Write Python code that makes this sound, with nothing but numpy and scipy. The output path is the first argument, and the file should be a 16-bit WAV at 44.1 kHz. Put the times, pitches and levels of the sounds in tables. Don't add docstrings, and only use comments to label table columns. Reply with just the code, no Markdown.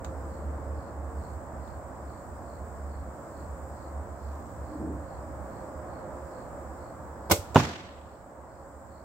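import sys
import numpy as np
from scipy import signal
from scipy.fft import rfft, irfft, next_fast_len
from scipy.io import wavfile
from scipy.ndimage import uniform_filter1d, map_coordinates

SR = 44100
rng = np.random.default_rng(int(sys.argv[2]) if len(sys.argv) > 2 else 0)


def put_to_file(sound):
    columns = np.atleast_2d(sound).T
    safe = np.clip(columns, -1, 1)
    whole_steps = np.round(safe * 32767)
    wavfile.write(sys.argv[1], SR, whole_steps.astype(np.int16))


N = 398663


def amp(db):
    return 10 ** (np.asarray(db) / 20)


def unit(x):
    return x / np.sqrt(np.mean(x ** 2) + 1e-20)


def along(points, hz):
    f, v = np.transpose(points)
    return np.interp(np.log(hz + 1), np.log(f + 1), v)


def clock():
    return np.arange(N) / SR


def curves(rows):
    s, *cols = np.transpose(rows)
    return [np.interp(clock(), s, c) for c in cols]


def wobble(rate):
    knots = rng.standard_normal(int(N * rate / SR) + 4)
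    return map_coordinates(knots, [clock() * rate])


def swell(middle, spread):
    return np.exp(-.5 * ((clock() - middle) / spread) ** 2)


def filtered(x, response):
    m = next_fast_len(N + 8192)
    hz = np.fft.rfftfreq(m, 1 / SR)
    return irfft(rfft(x, m) * response(hz), m)[..., :N]


def panned(x, pan_db):
    return x * amp([[pan_db / 2], [-pan_db / 2]])


def noise(colour, width, pan):
    def mid_and_side(hz):
        mid_db = along(colour, hz)
        return amp([mid_db, mid_db + along(width, hz)])

    mid, side = filtered(rng.standard_normal((2, N)), mid_and_side)
    left_right = np.array([mid + side, mid - side])
    pair = filtered(left_right, lambda hz: amp(np.outer([.5, -.5], along(pan, hz))))
    return pair / np.std(pair.mean(axis=0))


def fade(start, t60, rise):
    t = np.maximum(clock() - start, 0)
    return np.exp(-np.log(1000) * t / t60) * (1 - np.exp(-t / rise))


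def ring(modes, start, scatter_db, rise):
    t = np.arange(SR // 2) / SR
    hz, db, t60 = np.transpose(modes)[:, :, None]
    strength = amp(db + scatter_db * rng.standard_normal(db.shape))
    partials = strength * np.exp(-np.log(1000) * t / t60) * np.sin(2 * np.pi * hz * t)
    struck = partials.sum(axis=0) * (1 - np.exp(-t / rise))
    return np.pad(struck, (round(start * SR), N))[:N]


def dying(x, start, decays, rise):
    hz, t, z = signal.stft(x, SR, nperseg=256)
    t60 = along(decays, hz)[:, None]
    loss = np.exp(-np.log(1000) * np.maximum(t - start, 0) / t60)
    build_up = 1 - np.exp(-np.maximum(clock() - start, 0) / rise)
    return signal.istft(z * loss, SR, nperseg=256)[1][:, :N] * build_up


# (middle t/s, spread t/s, rise in level/dB)
CAR_PASSES = [(.5, 0.93, 1.35), (5.95, 0.64, 2)]


def passing(lead):
    return sum(db * swell(s - lead, spread) for s, spread, db in CAR_PASSES)


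# (f/Hz, relative level/dB per Hz)
ROAR_COLOUR = [(210, -30), (350, -4), (380, -12.5), (455, -6), (482, -8.5), (537, -0.5), (864, -6.5),
               (1070, -8), (1700, -19.5), (2770, -42), (3860, -46.5), (4350, -46), (6000, -43.5),
               (7800, -75), (13200, -120)]
# (f/Hz, relative level/dB per Hz)
RUMBLE_COLOUR = [(22, -26), (40, -2), (60, 1), (100, 0), (150, -3.5), (300, -3), (420, -12.5), (700, -28),
                 (1500, -70)]
# (f/Hz, side minus mid level/dB)
AIR_SPREAD = [(60, -10), (110, -13.5), (200, -19.5), (380, -14.5), (700, -8.5), (1290, -3.5), (2380, -0.5),
              (4400, 1), (8120, -0.5), (15000, -0.5)]
# (f/Hz, left minus right level/dB)
AIR_BALANCE = [(60, -10.5), (110, -8.5), (200, -1.5), (380, -2), (700, -1), (1290, -0.5), (2380, -3.5),
               (4400, -4.5), (8120, 2.5), (15000, 0)]
ROAR_DB, ROAR_WAVERS_DB = -45.8, 0.42
RUMBLE_DB, RUMBLE_FADE_DB_PER_S = -45.5, 0.35
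RUMBLE_LEAD_S, RUMBLE_GROWS = 0.44, 1.6


def traffic():
    roar_db = ROAR_DB + passing(0) + ROAR_WAVERS_DB * wobble(12)
    rumble_db = RUMBLE_DB - RUMBLE_FADE_DB_PER_S * clock()
    rumble_db = rumble_db + RUMBLE_GROWS * passing(RUMBLE_LEAD_S) + 0.5 * wobble(8)
    roar = amp(roar_db) * noise(ROAR_COLOUR, AIR_SPREAD, AIR_BALANCE)
    rumble = amp(rumble_db) * noise(RUMBLE_COLOUR, AIR_SPREAD, AIR_BALANCE)
    return roar + rumble


# (middle t/s, spread t/s, f/Hz, level/dB before it wavers)
TYRE_NOTES = [(0.62, 0.59, 458, -52), (0.25, 0.55, 535, -50), (6.02, 0.52, 355, -54), (5.8, 0.47, 543, -48),
              (5.96, 0.71, 517, -51), (6.05, 0.57, 620, -50.5), (8.9, .35, 545, -52)]


def whines():
    notes = np.zeros(N)
    for s, spread, hz, db in TYRE_NOTES:
        pitch = hz * (1 + 0.00401 * wobble(3) + 0.00561 * wobble(25))
        level = amp(db + 2.1 * wobble(8)) * swell(s, spread)
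        notes += level * np.sin(2 * np.pi * np.cumsum(pitch) / SR)
    return panned(notes, pan_db=-5.5)


# (t/s, level/dB before the tone's lift and the throb)
DRONE_LEVEL = [(0, -51.5), (0.4, -41), (1.35, -43), (1.7, -49.5), (2.4, -54), (3.3, -45), (4.45, -41),
               (4.8, -42), (6.2, -55.5), (6.9, -50), (8.2, -55.5)]
# (f/Hz, relative level/dB per Hz)
CHURN_COLOUR = [(20, -70), (40, -30), (55, -11), (64, 5.5), (72, 5.5), (80, 4), (92, -9), (130, -35),
                (300, -120)]
HUM_HZ, HUM_DRIFT = 72.15, .005
CHURN_DB, CHURN_FADE_DB_PER_S = -42.5, 0.68
CHURN_FOLLOWS = 0.34
THROB_RATE, THROB_DEPTH = 11, .75


def hum():
    level_db, = curves(DRONE_LEVEL)
    pitch = HUM_HZ * (1 + HUM_DRIFT * wobble(1.98))
    tone = amp(level_db + 3.5) * unit(np.sin(2 * np.pi * np.cumsum(pitch) / SR))
    churn_db = CHURN_DB - CHURN_FADE_DB_PER_S * clock()
    churn_db = churn_db + CHURN_FOLLOWS * (level_db - level_db.mean())
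    churn = amp(churn_db) * noise(CHURN_COLOUR, AIR_SPREAD, [(72, -2)])
    throb = 1 - THROB_DEPTH * np.clip(wobble(THROB_RATE), 0, 1)
    return throb * (panned(tone, pan_db=-2.5) + churn)


# (f/Hz, relative level/dB per Hz)
CHORUS_COLOUR = [(2500, -31), (4000, -22), (5100, -14), (6000, -16), (6700, -8.5), (7300, 0), (8100, 0),
                 (8700, -8.5), (9300, -24), (10400, -19.5), (12000, -17), (13500, -14.5), (15300, -11.5)]
FIRST_CHIRP_S, CHIRP_PERIOD_S, CHIRP_SCATTER_S = .397, .4296, .02
CHIRP_SPREAD_S, CHIRP_DB = 0.058, -76
CHIRP_VARIES_DB = 1.2


def crickets():
    chorus = amp(-65 + 1.0 * wobble(4.0)) * noise(CHORUS_COLOUR, AIR_SPREAD, AIR_BALANCE)
    stroke_hz = 55 + 3 * wobble(4)
    strokes = 1 + .5 * np.sin(2 * np.pi * np.cumsum(stroke_hz) / SR)

    chirps = np.zeros(N)
    for s in np.arange(FIRST_CHIRP_S, N / SR + CHIRP_SPREAD_S, CHIRP_PERIOD_S):
        louder, later = rng.standard_normal(2)
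        chirps += amp(CHIRP_VARIES_DB * louder) * swell(s + CHIRP_SCATTER_S * later, CHIRP_SPREAD_S)
    wing_colour = [(3200, -40), (3950, -10), (4350, 1), (4750, -6), (5500, -30), (7000, -83)]
    nearest = amp(CHIRP_DB) * chirps * noise(wing_colour, AIR_SPREAD, AIR_BALANCE)

    slow_chirps = np.sin(np.pi * np.cumsum(2.1 + 0.26 * wobble(0.99)) / SR) ** 2
    high_colour = [(4200, -50), (4750, -8), (5050, -4), (5350, -7), (6200, -60)]
    second = amp(-81.5) * slow_chirps * noise(high_colour, AIR_SPREAD, AIR_BALANCE)
    return chorus + strokes * (nearest + second)


# (t/s, level/dB, t60/s)
TICK_HITS = [(.046, -36, 0.022), (1.675, -54, .03), (7.546, -30, 0.052)]
# (f/Hz, relative level/dB per Hz)
TICK_SPECTRUM = [(300, 5), (900, 9.5), (2000, -2), (2900, -8), (3800, -3), (5500, -13), (7000, 1.5),
                 (10000, -26), (15000, -14.5)]
# (f/Hz, side minus mid level/dB)
BOW_SPREAD = [(60, -10), (110, -13), (200, -13.5), (380, -4), (700, -4), (1290, 0), (2380, 1), (4400, 0.5),
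              (8120, 0), (15000, -2)]


def ticks():
    level = np.zeros(N)
    for s, db, t60 in TICK_HITS:
        tail = amp(-17.0) * fade(s, t60=0.26, rise=.003)
        level += amp(db) * (fade(s, t60, rise=.0003) + tail)
    return level * noise(TICK_SPECTRUM, BOW_SPREAD, [(1000, 0)])


def draw():
    grain = unit(amp(2.5 * wobble(140)))
    colour = [(800, -30), (2500, -3), (4000, -5.0), (6500, 0), (9500, -15), (15000, -3)]
    return amp(-70) * swell(4.38, .18) * grain * noise(colour, AIR_SPREAD, [(1000, 0)])


def rub():
    dull_colour = [(60, -19), (130, -3), (220, -4), (330, -3), (420, -12.0), (900, -21), (3000, -120)]
    dull = swell(4.87, 0.066) * noise(dull_colour, AIR_SPREAD, [(300, 0)])
    hollow_colour = [(60, -120), (200, -56), (275, -14), (303, -1), (335, -13), (450, -66), (900, -120)]
    hollow = swell(4.82, 0.098) * noise(hollow_colour, AIR_SPREAD, [(300, 0)])
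    return amp(-36.5) * dull + amp(-39.5) * hollow


# (t/s, level/dB, t60/s)
SLAP_HITS = [(7.2985, -37.5, .03), (7.3022, -32, .05), (7.3105, -16.5, .02), (7.313, -12.5, 0.033),
             (7.3169, -12.5, 0.032), (7.3205, -19.5, 0.046), (7.3285, -30, 0.045)]
# (f/Hz, relative level/dB per Hz)
SLAP_SPECTRUM = [(88, -30), (150, -1.5), (1040, -4), (1270, -11), (1450, -4), (1700, -20), (2060, -11),
                 (3760, -13.5), (5760, -12), (8490, -12), (9730, -19.5), (13800, -12.5), (15500, -18)]
# (f/Hz, left minus right level/dB)
BOW_BALANCE = [(60, -3.0), (110, -4), (200, -3), (380, 2), (700, -4), (1290, -4), (2380, 2), (4400, -3.5),
               (8120, 0.5), (15000, -1)]
# (f/Hz, level/dB before random scatter, t60/s)
BOW_MODES = [(197, -21, 0.076), (333, -16.5, 0.094), (441, -24.5, .18), (526, -26, 0.17),
             (583, -25.5, 0.22), (750, -22.5, 0.069), (995, -17, 0.033), (1454, -29, .06), (2114, -23, .08),
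             (2190, -36, 0.17), (3300, -37, 0.2), (4170, -51, .18), (4490, -39, .11), (7230, -35, 0.17)]
# (f/Hz, level/dB relative to each kick, t60/s)
LIMB_MODES = [(73, -26, 0.1), (91, -16, 0.11), (112, -31, 0.054)]
# (t/s, level/dB)
LIMB_KICKS = [(7.3183, 0.5), (7.386, -12.5)]
# (f/Hz, t60/s)
NEAR_DECAY = [(100, 0.16), (500, 0.22), (2000, 0.17), (8000, 0.25), (14000, .19)]
# (f/Hz, t60/s)
YARD_DECAY = [(100, .6), (500, 0.65), (1500, 0.92), (3500, 0.96), (7000, .65), (13000, .45)]
# (f/Hz, side minus mid level/dB)
ECHO_SPREAD = [(60, -13), (110, -19), (200, -19), (380, -12), (700, -8), (1290, 0), (2380, 0), (4400, 1),
               (8120, 0.5), (15000, 2)]


def bow():
    swish_level = amp(np.interp(clock(), [7.288, 7.2995, 7.310, 7.318], [-120, -28, -30, -120]))
    swish_colour = [(150, -12), (450, 5), (1000, 0), (1800, -21), (7000, -21), (15000, -37)]
    swish = swish_level * noise(swish_colour, ECHO_SPREAD, [(1000, -1)])

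    rattle_power = sum((amp(db) * fade(s, t60, rise=0.00083)) ** 2 for s, db, t60 in SLAP_HITS)
    crack = np.sqrt(rattle_power) * noise(SLAP_SPECTRUM, BOW_SPREAD, BOW_BALANCE)
    body = panned(ring(BOW_MODES, start=7.3111, scatter_db=3.5, rise=0.00079), pan_db=-2)
    flex = sum(amp(db) * ring(LIMB_MODES, start=s, scatter_db=.5, rise=0.0047) for s, db in LIMB_KICKS)
    recoil = panned(flex, pan_db=-3.0)

    near_noise = noise(SLAP_SPECTRUM, BOW_SPREAD, BOW_BALANCE)
    near = amp(-25.0) * dying(near_noise, 7.318, NEAR_DECAY, rise=0.0048)
    far_noise = noise(SLAP_SPECTRUM, BOW_SPREAD, BOW_BALANCE)
    far = amp(-46) * dying(far_noise, 7.33, YARD_DECAY, rise=.02)
    return swish + crack + body + recoil + near + far


# (t/s, level/dB)
THUD_HITS = [(7.559, -1), (7.5668, -6), (7.575, -17.5), (7.5991, -13.5), (7.6263, -24)]
# (f/Hz, level/dB relative to each thud or echo, t60/s)
TARGET_MODES = [(86, -26, .13), (106.4, -12.5, 0.17), (127.6, -22.5, 0.2), (157.6, -14, 0.14),
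                (207, -13.5, 0.13), (253, -19.5, 0.13), (307, -21, 0.095), (388.5, -14.5, 0.089),
                (560, -26, 0.035), (636, -20, 0.053), (695, -12.5, 0.055), (945, -14, 0.038),
                (1223, -18, 0.038), (1375, -16, 0.039), (1466, -18.5, 0.056), (2030, -26, .04)]
# (f/Hz, relative level/dB per Hz)
CRUNCH_COLOUR = [(180, -26), (300, 1), (417, -1.5), (808, -4), (968, -1.5), (1700, -22), (2830, -18),
                 (3870, -27.5), (6900, -35.5), (9290, -46.5), (15500, -46)]
# (f/Hz, relative level/dB per Hz)
ECHO_COLOUR = [(47, -31), (80, -3), (133, -8.5), (225, -5), (263, -3), (446, -9.5), (709, -8), (774, -8.5),
               (1400, -15), (4220, -23.5), (6860, -25.5), (9340, -39), (15500, -42.5)]
# (f/Hz, relative level/dB per Hz)
BOOM_COLOUR = [(35, -24.5), (70, -1), (130, -1), (300, -6), (450, -15), (900, -35), (2500, -91)]


def target():
    face = [mode for mode in TARGET_MODES if 500 < mode[0] < 1300]
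    entry = amp(-12) * ring(face, start=7.5515, scatter_db=3, rise=.001)
    thud = sum(amp(db) * ring(TARGET_MODES, start=s, scatter_db=3.0, rise=0.00064) for s, db in THUD_HITS)

    tearing = sum(amp(db) * fade(s - .001, t60=0.034, rise=0.00045) for s, db in THUD_HITS)
    crunch_width = [(500, -22), (2000, -8), (6000, -7.5)]
    crunch = amp(-5.5) * tearing * noise(CRUNCH_COLOUR, crunch_width, [(1000, -0.88)])

    early_noise = noise(ECHO_COLOUR, ECHO_SPREAD, [(1000, -1.2)])
    early_decay = [(100, 0.36), (1000, 0.31), (8000, 0.36)]
    early = amp(-20.5) * dying(early_noise, 7.562, early_decay, rise=0.013)
    late_noise = noise(ECHO_COLOUR, ECHO_SPREAD, [(1000, -1.5)])
    late = amp(-27.5) * dying(late_noise, 7.58, YARD_DECAY, rise=0.023)
    boom_level = amp(-26.5) * fade(7.585, t60=0.68, rise=0.012)
    boom = boom_level * noise(BOOM_COLOUR, ECHO_SPREAD, [(200, -1.5)])
    clumps = amp(1.9 * wobble(110))
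    return panned(entry + thud, pan_db=-3.5) + crunch + clumps * (early + late) + boom


def scene():
    background = traffic() + whines() + hum() + crickets()
    return background + ticks() + draw() + rub() + bow() + target()


def gain_control(x, threshold_db, depth):
    power = np.abs(uniform_filter1d(np.mean(x ** 2, axis=0), 512))
    level_db = 20 * np.log10(np.sqrt(power) + 1e-9)
    over_db = np.maximum(level_db - threshold_db, 0)
    duck_db = np.maximum.accumulate(depth * over_db)
    smooth_db = signal.lfilter([1 / 2048], [1, 1 / 2048 - 1], duck_db)
    return x * amp(-smooth_db)


TOP_HZ = 15780


def record(dry):
    bass_cut = signal.butter(2, 50, 'highpass', fs=SR, output='sos')
    x = signal.sosfilt(bass_cut, dry)
    x = gain_control(x, threshold_db=-15.5, depth=0.51)
    x = x / (1 + np.abs(x) ** 8) ** (1 / 8)
    return filtered(x, lambda hz: hz < TOP_HZ)


dry = scene()
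out = record(dry)
put_to_file(out)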